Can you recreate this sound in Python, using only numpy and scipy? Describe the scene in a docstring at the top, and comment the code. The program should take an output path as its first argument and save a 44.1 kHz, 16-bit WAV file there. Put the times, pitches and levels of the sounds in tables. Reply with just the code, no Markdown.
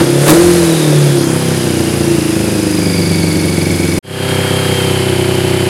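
"""A motorcycle booms close by in a garage: a blip of the throttle, then a slow sink to a lumpy idle
in which one of its four cylinders skips. Each firing thumps and rings the exhaust pipes; gears whine,
pistons knock, valves clatter and the open carburettor (the engine's air inlet) hisses.
After a short silence the sound fades in again from the front of the engine, at a fast, steady idle."""
import sys
import numpy as np
from scipy import signal
from scipy.fft import rfft, irfft, next_fast_len
from scipy.io import wavfile
from scipy.ndimage import uniform_filter1d, map_coordinates

SR = 44100
rng = np.random.default_rng(int(sys.argv[2]) if len(sys.argv) > 2 else 0)


def inscribe(sig):
    """Save sig as 16-bit PCM at rate SR to the path in sys.argv[1].

    A 1-D sig is mono; a 2-D sig holds one channel per row.
    Samples are clipped to [-1, 1] before scaling.
    """
    pcm = np.round(np.clip(np.atleast_2d(sig).T, -1, 1) * 32767)
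    wavfile.write(sys.argv[1], SR, pcm.astype(np.int16))


N = 250929
TIME = np.arange(N) / SR


def exhaust(cycles, cylinders, pipe, first_gains, gas_db, thump_hz, puff_hz, scatter_db, jitter):
    """Each firing thumps out of the tailpipe and rings the pipes; swirling gas rings them too."""
    blows, thumps = 0, 0
    for k, (place, ring_db, thump_db) in enumerate(cylinders):
        gains = first_gains if k == 0 else every_cycle(cycles)
        firing = pulses(cycles, place, gains, scatter_db, jitter)
        blows += undb(ring_db) * firing
        thumps += undb(thump_db) * firing
    blows += undb(gas_db) * blows.std() * rng.standard_normal(N)
    puffs = resonate(blows, pipe) + band(thumps, 155, thump_hz, order=1)
    # a valve takes a moment to open, which rounds every puff
    rounded = signal.sosfilt(signal.butter(2, puff_hz, fs=SR, output="sos"), puffs)
    return steady(band(chambers(rounded), 81, 914))


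def misfires(cycles, miss_db):
    """Strength of the dirty first cylinder in each cycle: when it fails to fire it only puffs."""
    # its firing pattern: (start time [s], fires once in [cycles], level when it fires [dB])
    pattern = [(0, 1, 0), (1.21, 1, -9), (1.52, 1, -3), (2.56, 2, 0), (2.83, 1, 0), (3.0, 2, 2),
               (3.72, 2, 2)]
    gains = every_cycle(cycles)
    for start_s, every, db in pattern:
        first = int(np.interp(start_s, TIME, cycles)) + 1
        fires = np.arange(len(gains) - first) % every == 0
        gains[first:] = undb(np.where(fires, db, miss_db))
    return gains


def chambers(x):
    """Each silencer chamber holds one band of pitches back a little, so a crack becomes a chuff."""
    # the delayed bands: (pitch [Hz], width [Hz])
    delayed_bands = [(450, 33), (560, 85), (660, 210), (850, 85)]
    for hz, width in delayed_bands:
        x = x - 2 * ring(x, hz, width)
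    return x


def boom(cycles, speed):
    """Multiples of the engine speed swell into a hum as they slide past the pipe's own pitches."""
    # pipe hums: (multiple, pipe pitch [Hz], reach [Hz], level [dB], change at open throttle [dB],
    # place in the cycle [0-1])
    hums = [(2, 86, 3.7, -22, 3, 0.12), (4, 145, 8.7, -11, -18, 0.02), (4, 200, 4.1, -5.5, -14, 0.03),
            (7, 167, 8.5, -22.5, 0, 0.02), (8, 351.4, 31, -17.5, 24.5, 0.1), (10, 349, 23, -13, 0, 0.05),
            (12, 340, 3, -14, 0, 0.01)]
    out = 0
    for multiple, hz, reach_hz, db, open_db, place in hums:
        gain = bump(multiple * speed, hz, reach_hz) * undb(db + open_db * throttle() + 0.8 * wander(24.9))
        out += gain * np.sin(2 * np.pi * multiple * (cycles - place))
    return np.sqrt(2) * out


def intake(cycles, speed):
    """Gulps of air ring the inlet pipe with a growl, which stops once the revs have sunk."""
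    # the inlet's ringing: (pitch [Hz], width [Hz], relative level [dB])
    inlet = [(357, 5.4, 4.5), (481, 73, -8.5), (554, 25, -13)]
    gulps = pulses(cycles, 0.3104, every_cycle(cycles), scatter_db=3, jitter=0.0031)
    gulps += undb(-2) * pulses(cycles, 0.045, every_cycle(cycles), scatter_db=4.5, jitter=0.011)
    growl = steady(band(chambers(resonate(gulps, inlet)), 278, 830, order=2))
    stop_s, fade_s = 1.24, 0.044
    return undb(loudness("growl", speed)) * np.clip((stop_s - TIME) / fade_s, 0, 1) * growl


def carburettor(snap_s):
    """The carburettor spits as the throttle snaps open, and the overloaded microphone crackles."""
    spit = steady(band(rng.standard_normal(N), 50, 1700, order=1) * undb(9.9 * wander(500)))
    overload_crackle = steady(band(rng.standard_normal(N), 4000, 16000, order=1) * undb(8 * wander(700)))
    air_rush = steady(band(rng.standard_normal(N), 6600, 11300, order=2))
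    snap = (undb(-12.5) * spit + undb(-11.5) * overload_crackle) * bump(TIME, snap_s, 0.028)
    return snap + undb(-20.5) * air_rush * bump(TIME, snap_s, 0.095)


def clatter(colour, levels_db, knock_beat_db, hiss_beat_db, grain_db):
    """Pistons knock and valves rattle in step with the engine; air hisses at the carburettor."""
    knock_db, rattle_db, hiss_db = levels_db
    grain = grain_db * wander(650)  # many tiny impacts, shared by all three
    knocks = steady(noise(colour, 510, 1960) * undb(knock_beat_db + grain))
    rattles = steady(noise(colour, 2160, 5450) * undb(0.4 * knock_beat_db + grain))
    hiss = steady(noise(colour, 5710, 18000) * undb(hiss_beat_db + 0.61 * grain))
    return undb(knock_db) * knocks + undb(rattle_db) * rattles + undb(hiss_db) * hiss


def tank_echo(x, passing_s):
    """The fuel tank reflects sound as the listener passes; the echo's lag shrinks, so the tone sweeps."""
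    lag_s = 0.00015 * np.exp((passing_s - TIME) / 0.23)
    gain = undb(-9) * bump(TIME, passing_s, 0.15)
    echo = gain * np.interp(TIME - lag_s, TIME, x)
    return (x + echo) / np.hypot(1, gain)


def gears(cycles, speed):
    """Meeting teeth whine at a pitch that follows the engine; near idle, slack teeth ring its covers."""
    # gear tones, louder near a pitch of the gear case: (multiple, level [dB], half wobble [Hz],
    # case pitch [Hz], reach [Hz], boost there [dB])
    tones = [(1, -34, 72, 3790, 190, 6.5), (2, -44, 66, 4700, 361, 17.5)]
    # ringing covers: (pitch [Hz], half wobble [Hz], level [dB], boost when slack [dB], cycle place [0-1])
    covers = [(2240, 38.3, -48.5, 19.5, .24), (3480, 61, -56.5, 18, 0.1), (4960, 65, -35, 1.5, 0.11)]
    teeth_per_cycle, slack_below_hz, slack_range_hz = 96.7, 25.9, 1.36
    out = 0
    for multiple, db, wobble, case_hz, reach_hz, boost_db in tones:
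        hz = multiple * teeth_per_cycle * speed
        level_db = db + boost_db * bump(hz, case_hz, reach_hz)
        out += whine(cycles, hz, level_db, wobble, throb_db=8, place=0.24)
    slack = np.clip((slack_below_hz - speed) / slack_range_hz, 0, 1)
    for hz, wobble, db, slack_db, place in covers:
        out += whine(cycles, hz, db + slack_db * slack, wobble, throb_db=10, place=place)
    return out


def whine(cycles, hz, db, half_wobble_hz, throb_db, place):
    """A metallic tone shaken by loose gear teeth; it chirps when a firing pushes on them."""
    tone = np.sin(2 * np.pi * np.cumsum(hz + 2 * half_wobble_hz * wander(900)) / SR)
    flutter_db = throb_db * swell(cycles, place, 0.084) + 2.51 * wander(180)
    return undb(db) * steady(tone * undb(flutter_db))


def garage_rumble():
    """The faint, deep background of the room."""
    return undb(-51) * steady(band(rng.standard_normal(N), 12, 75, order=2))


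def throttle():
    """How open the throttle is, from 0 to about 1: each twist opens quickly and falls shut."""
    # twists of the grip: (time [s], opening [0-1], rise time [s], fall time [s])
    twists = [(.01, 1, 0.022, 0.022), (.305, 1, 0.062, 0.1)]
    return sum(size * np.where(TIME < s, bump(TIME, s, rise_s), np.exp(-abs(TIME - s) / fall_s))
               for s, size, rise_s, fall_s in twists)


def loudness(name, speed):
    """Level in dB of one sound, from engine speed and throttle."""
    # per sound: (idle level [dB], boost when revved [dB], bend of that rise, boost at open throttle [dB])
    response = {"exhaust": (-12.5, 1, 6.5, 3.5), "gas": (-13, 8, 11, 24), "knock": (-29.5, 5.5, 0.86, 9.5),
                "rattle": (-29, 5, 1, 4.5), "hiss": (-26, 5.5, 2.5, 2), "growl": (-18.5, 2.5, 5, 10.5)}
    idle_db, revved_db, bend, open_db = response[name]
    idle_hz, revved_hz = 23, 43.8
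    revs = np.maximum((speed - idle_hz) / (revved_hz - idle_hz), 1e-6)
    return idle_db + revved_db * revs ** bend + open_db * throttle()


def pulses(cycles, place, gains, scatter_db, jitter):
    """One pulse a cycle, each a little off in strength and timing (jitter is a share of a cycle)."""
    timing, strength = rng.uniform(-np.sqrt(3), np.sqrt(3), (len(gains), 2)).T
    due = np.arange(len(gains)) + place + jitter * timing
    at = np.interp(due, cycles, np.arange(N), right=N)
    size = gains * undb(scatter_db * strength)
    i, late = at.astype(int), at % 1  # each pulse is shared between two samples
    return (np.bincount(i, size * (1 - late), N + 2) + np.bincount(i + 1, size * late, N + 2))[:N]


def every_cycle(cycles):
    """A strength of 1 for each engine cycle."""
    return np.ones(int(cycles[-1]) + 1)


def swell(cycles, place, width):
    """A bump from 0 to 1, once in every cycle."""
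    return bump((cycles - place + .5) % 1, .5, width)


def bump(x, centre, reach):
    """A bell curve: 1 at its centre, about a third at one reach away."""
    return np.exp(-((x - centre) / reach) ** 2)


def ring(x, hz, width):
    """Let a sound ring at one pitch; a narrower width rings longer."""
    return signal.lfilter(*signal.iirpeak(hz, hz / width, fs=SR), x)


def resonate(x, pitches):
    """Let a sound ring at all the pitches of a pipe."""
    return sum(undb(db) * ring(x, hz, width) for hz, width, db in pitches)


def band(x, lo_hz, hi_hz, order=4):
    """Keep what lies between two pitches."""
    return signal.sosfilt(signal.butter(order, [lo_hz, hi_hz], "band", fs=SR, output="sos"), x)


def noise(colour, lo_hz, hi_hz):
    """A band of noise of strength 1, shaped by colour: (pitch [Hz], relative level [dB])."""
    size = next_fast_len(N)
    f = np.maximum(np.fft.rfftfreq(size, 1 / SR), 1)
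    hz, db = np.transpose(colour)
    gain = undb(np.interp(np.log(f), np.log(hz), db))
    gain /= np.sqrt((1 + (lo_hz / f) ** 16) * (1 + (f / hi_hz) ** 16))
    x = irfft(rfft(rng.standard_normal(size)) * gain, size)[:N]
    return x / x.std()


def wander(rate_hz):
    """A random drift of size about 1."""
    points = rng.standard_normal(4096)
    return 1.117 * map_coordinates(points, [TIME * rate_hz], order=1, mode="wrap")


def steady(x):
    """Hold the average strength at 1 but keep the engine's quick beat."""
    power = uniform_filter1d(uniform_filter1d(x ** 2, size=5500), size=3800)
    return x / np.sqrt(np.maximum(power, 1e-18))


def curves(table):
    """Turn each column after the first (time) into a line through time."""
    s, *columns = np.transpose(table)
    return [np.interp(TIME, s, c) for c in columns]


def undb(db):
    """Turn decibels into a multiplier."""
    return 10 ** (np.asarray(db) / 20)


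def beside():
    """The blip and the long run-down, heard at the side of the engine."""
    # engine speed, where a cycle gives each cylinder one turn: (time [s], cycles per second [Hz])
    speeds = [(0, 33.45), (0.25, 35.86), (0.41, 43.68), (0.56, 43.39), (0.85, 38.158), (1.3, 32.92),
              (1.5, 32.5), (1.85, 29.61), (2.75, 25.23), (3.1, 24), (3.5, 23.13), (3.99, 22.45)]
    # firings: (place in the cycle [0-1], relative pipe ring [dB], relative thump [dB])
    cylinders = [(0.068, -3.5, -13), (0.317, 3.5, 0), (0.573, 1, -54), (0.785, -11, 1.5)]
    # the exhaust's ringing: (pitch [Hz], width [Hz], relative level [dB])
    pipe = [(91.4, 26, 10), (144.2, 9.3, 13.5), (164.7, 18, 14.5), (209, 37, 3.5), (270.4, 14, 7.5),
            (306.5, 6.9, 17), (328.7, 6.6, 16.5), (440, 8.5, -7.5), (489, 6.8, 6), (500, 13.2, -26),
            (840, 230, -6.5)]
    # tone of the clatter: (pitch [Hz], relative level [dB])
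    colour = [(410, -18), (700, -8), (1260, -10), (1590, -8), (1830, -9), (2230, -7.5), (3250, -11),
              (4260, -11), (4790, -12), (7660, -17.5), (10100, -12), (15600, -35)]
    speed, = curves(speeds)
    cycles = np.cumsum(speed) / SR  # engine cycles so far
    pipes = exhaust(cycles, cylinders, pipe, misfires(cycles, miss_db=-11), loudness("gas", speed),
                    thump_hz=335, puff_hz=543, scatter_db=1.9, jitter=0.0022)
    knock_beat_db = 3.4 * swell(cycles, 0.167, 0.022) + 2.1 * swell(cycles, 0.41, 0.056)
    hiss_beat_db = 3.3 * swell(cycles, 0.52, 0.083)
    levels_db = [loudness(name, speed) for name in ("knock", "rattle", "hiss")]
    metal = clatter(colour, levels_db, knock_beat_db, hiss_beat_db, grain_db=0.93)
    roar = undb(loudness("exhaust", speed)) * pipes + boom(cycles, speed)
    air = intake(cycles, speed) + carburettor(snap_s=0.303)
    return roar + air + tank_echo(metal, passing_s=1.262) + gears(cycles, speed)


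def in_front():
    """The fast idle, heard over the front of the engine."""
    # engine speed: (time [s], cycles per second [Hz])
    speeds = [(4.03, 32.7), (4.55, 32.67), (5.15, 31.59), (5.69, 31.52)]
    # levels as the listener moves along: (time [s], exhaust [dB], knock [dB], rattle [dB], hiss [dB])
    levels = [(4.35, -13.5, -24.5, -23.5, -27.3), (4.75, -13, -25, -23, -25.8), (5.2, -12, -27.5, -24, -28)]
    # firings: (place in the cycle [0-1], relative pipe ring [dB], relative thump [dB])
    cylinders = [(0.099, -2.5, -40), (0.361, 3.5, -8), (0.623, -11, -29), (0.867, -6.5, -5.5)]
    # the exhaust's ringing: (pitch [Hz], width [Hz], relative level [dB])
    pipe = [(98.4, 15, 13), (127.4, 13, 2), (168, 23.5, 17), (283.3, 24.4, 9), (341.7, 11.3, 16),
            (368.3, 10.3, 12.5), (485.2, 8, 9), (526, 41, 4), (625, 8.1, 6.5), (762, 51, 0.5),
            (886, 200, 3.5)]
    # tone of the clatter: (pitch [Hz], relative level [dB])
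    colour = [(410, -31), (700, -8), (1690, -1.5), (1930, -4), (2200, -1.5), (2540, -6.5), (3080, -3.5),
              (3600, -11), (4730, -8.5), (5750, -17), (10700, -11), (15600, -33.5)]
    # gear whine: (time [s], pitch [Hz], level [dB], half wobble [Hz])
    gear_tone = [(4.1, 3210, -28, 14), (4.5, 3196, -26.5, 13), (4.8, 3170, -24.5, 18), (5.1, 3044, -30, 51),
                 (5.69, 3060, -31, 31)]
    cycles = np.cumsum(curves(speeds)[0]) / SR
    exhaust_db, *levels_db = curves(levels)
    pipes = exhaust(cycles, cylinders, pipe, every_cycle(cycles), gas_db=-17,
                    thump_hz=348, puff_hz=544, scatter_db=1.5, jitter=0.0023)
    knock_beat_db = 6.4 * swell(cycles, 0.1, 0.29) + 1.6 * swell(cycles, 0.41, 0.13)
    hiss_beat_db = 2 * swell(cycles, 0.42, 0.28)
    metal = clatter(colour, levels_db, knock_beat_db, hiss_beat_db, grain_db=0.8)
    return undb(exhaust_db) * pipes + metal + whine(cycles, *curves(gear_tone), throb_db=3.5, place=0.14)


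def scene():
    """Two listening spots with a short silence between; the garage rumbles under both."""
    stop_s, resume_s, fade_in_s = 3.991, 4.026, 0.28
    rumble = garage_rumble()
    before = np.clip((stop_s - TIME) / 0.0052, 0, 1)
    after = np.clip((TIME - resume_s) / fade_in_s, 0, 1)
    return (before * (beside() + rumble) + after * (in_front() + rumble))[None]


def record(dry):
    """The microphone rounds off the loudest peaks; the highest treble is cut."""
    top_hz = 15800
    rounded = dry / (1 + dry ** 8) ** (1 / 8)
    return signal.sosfilt(signal.ellip(10, .1, 70, top_hz, fs=SR, output="sos"), rounded)


dry = scene()
out = record(dry)
inscribe(out)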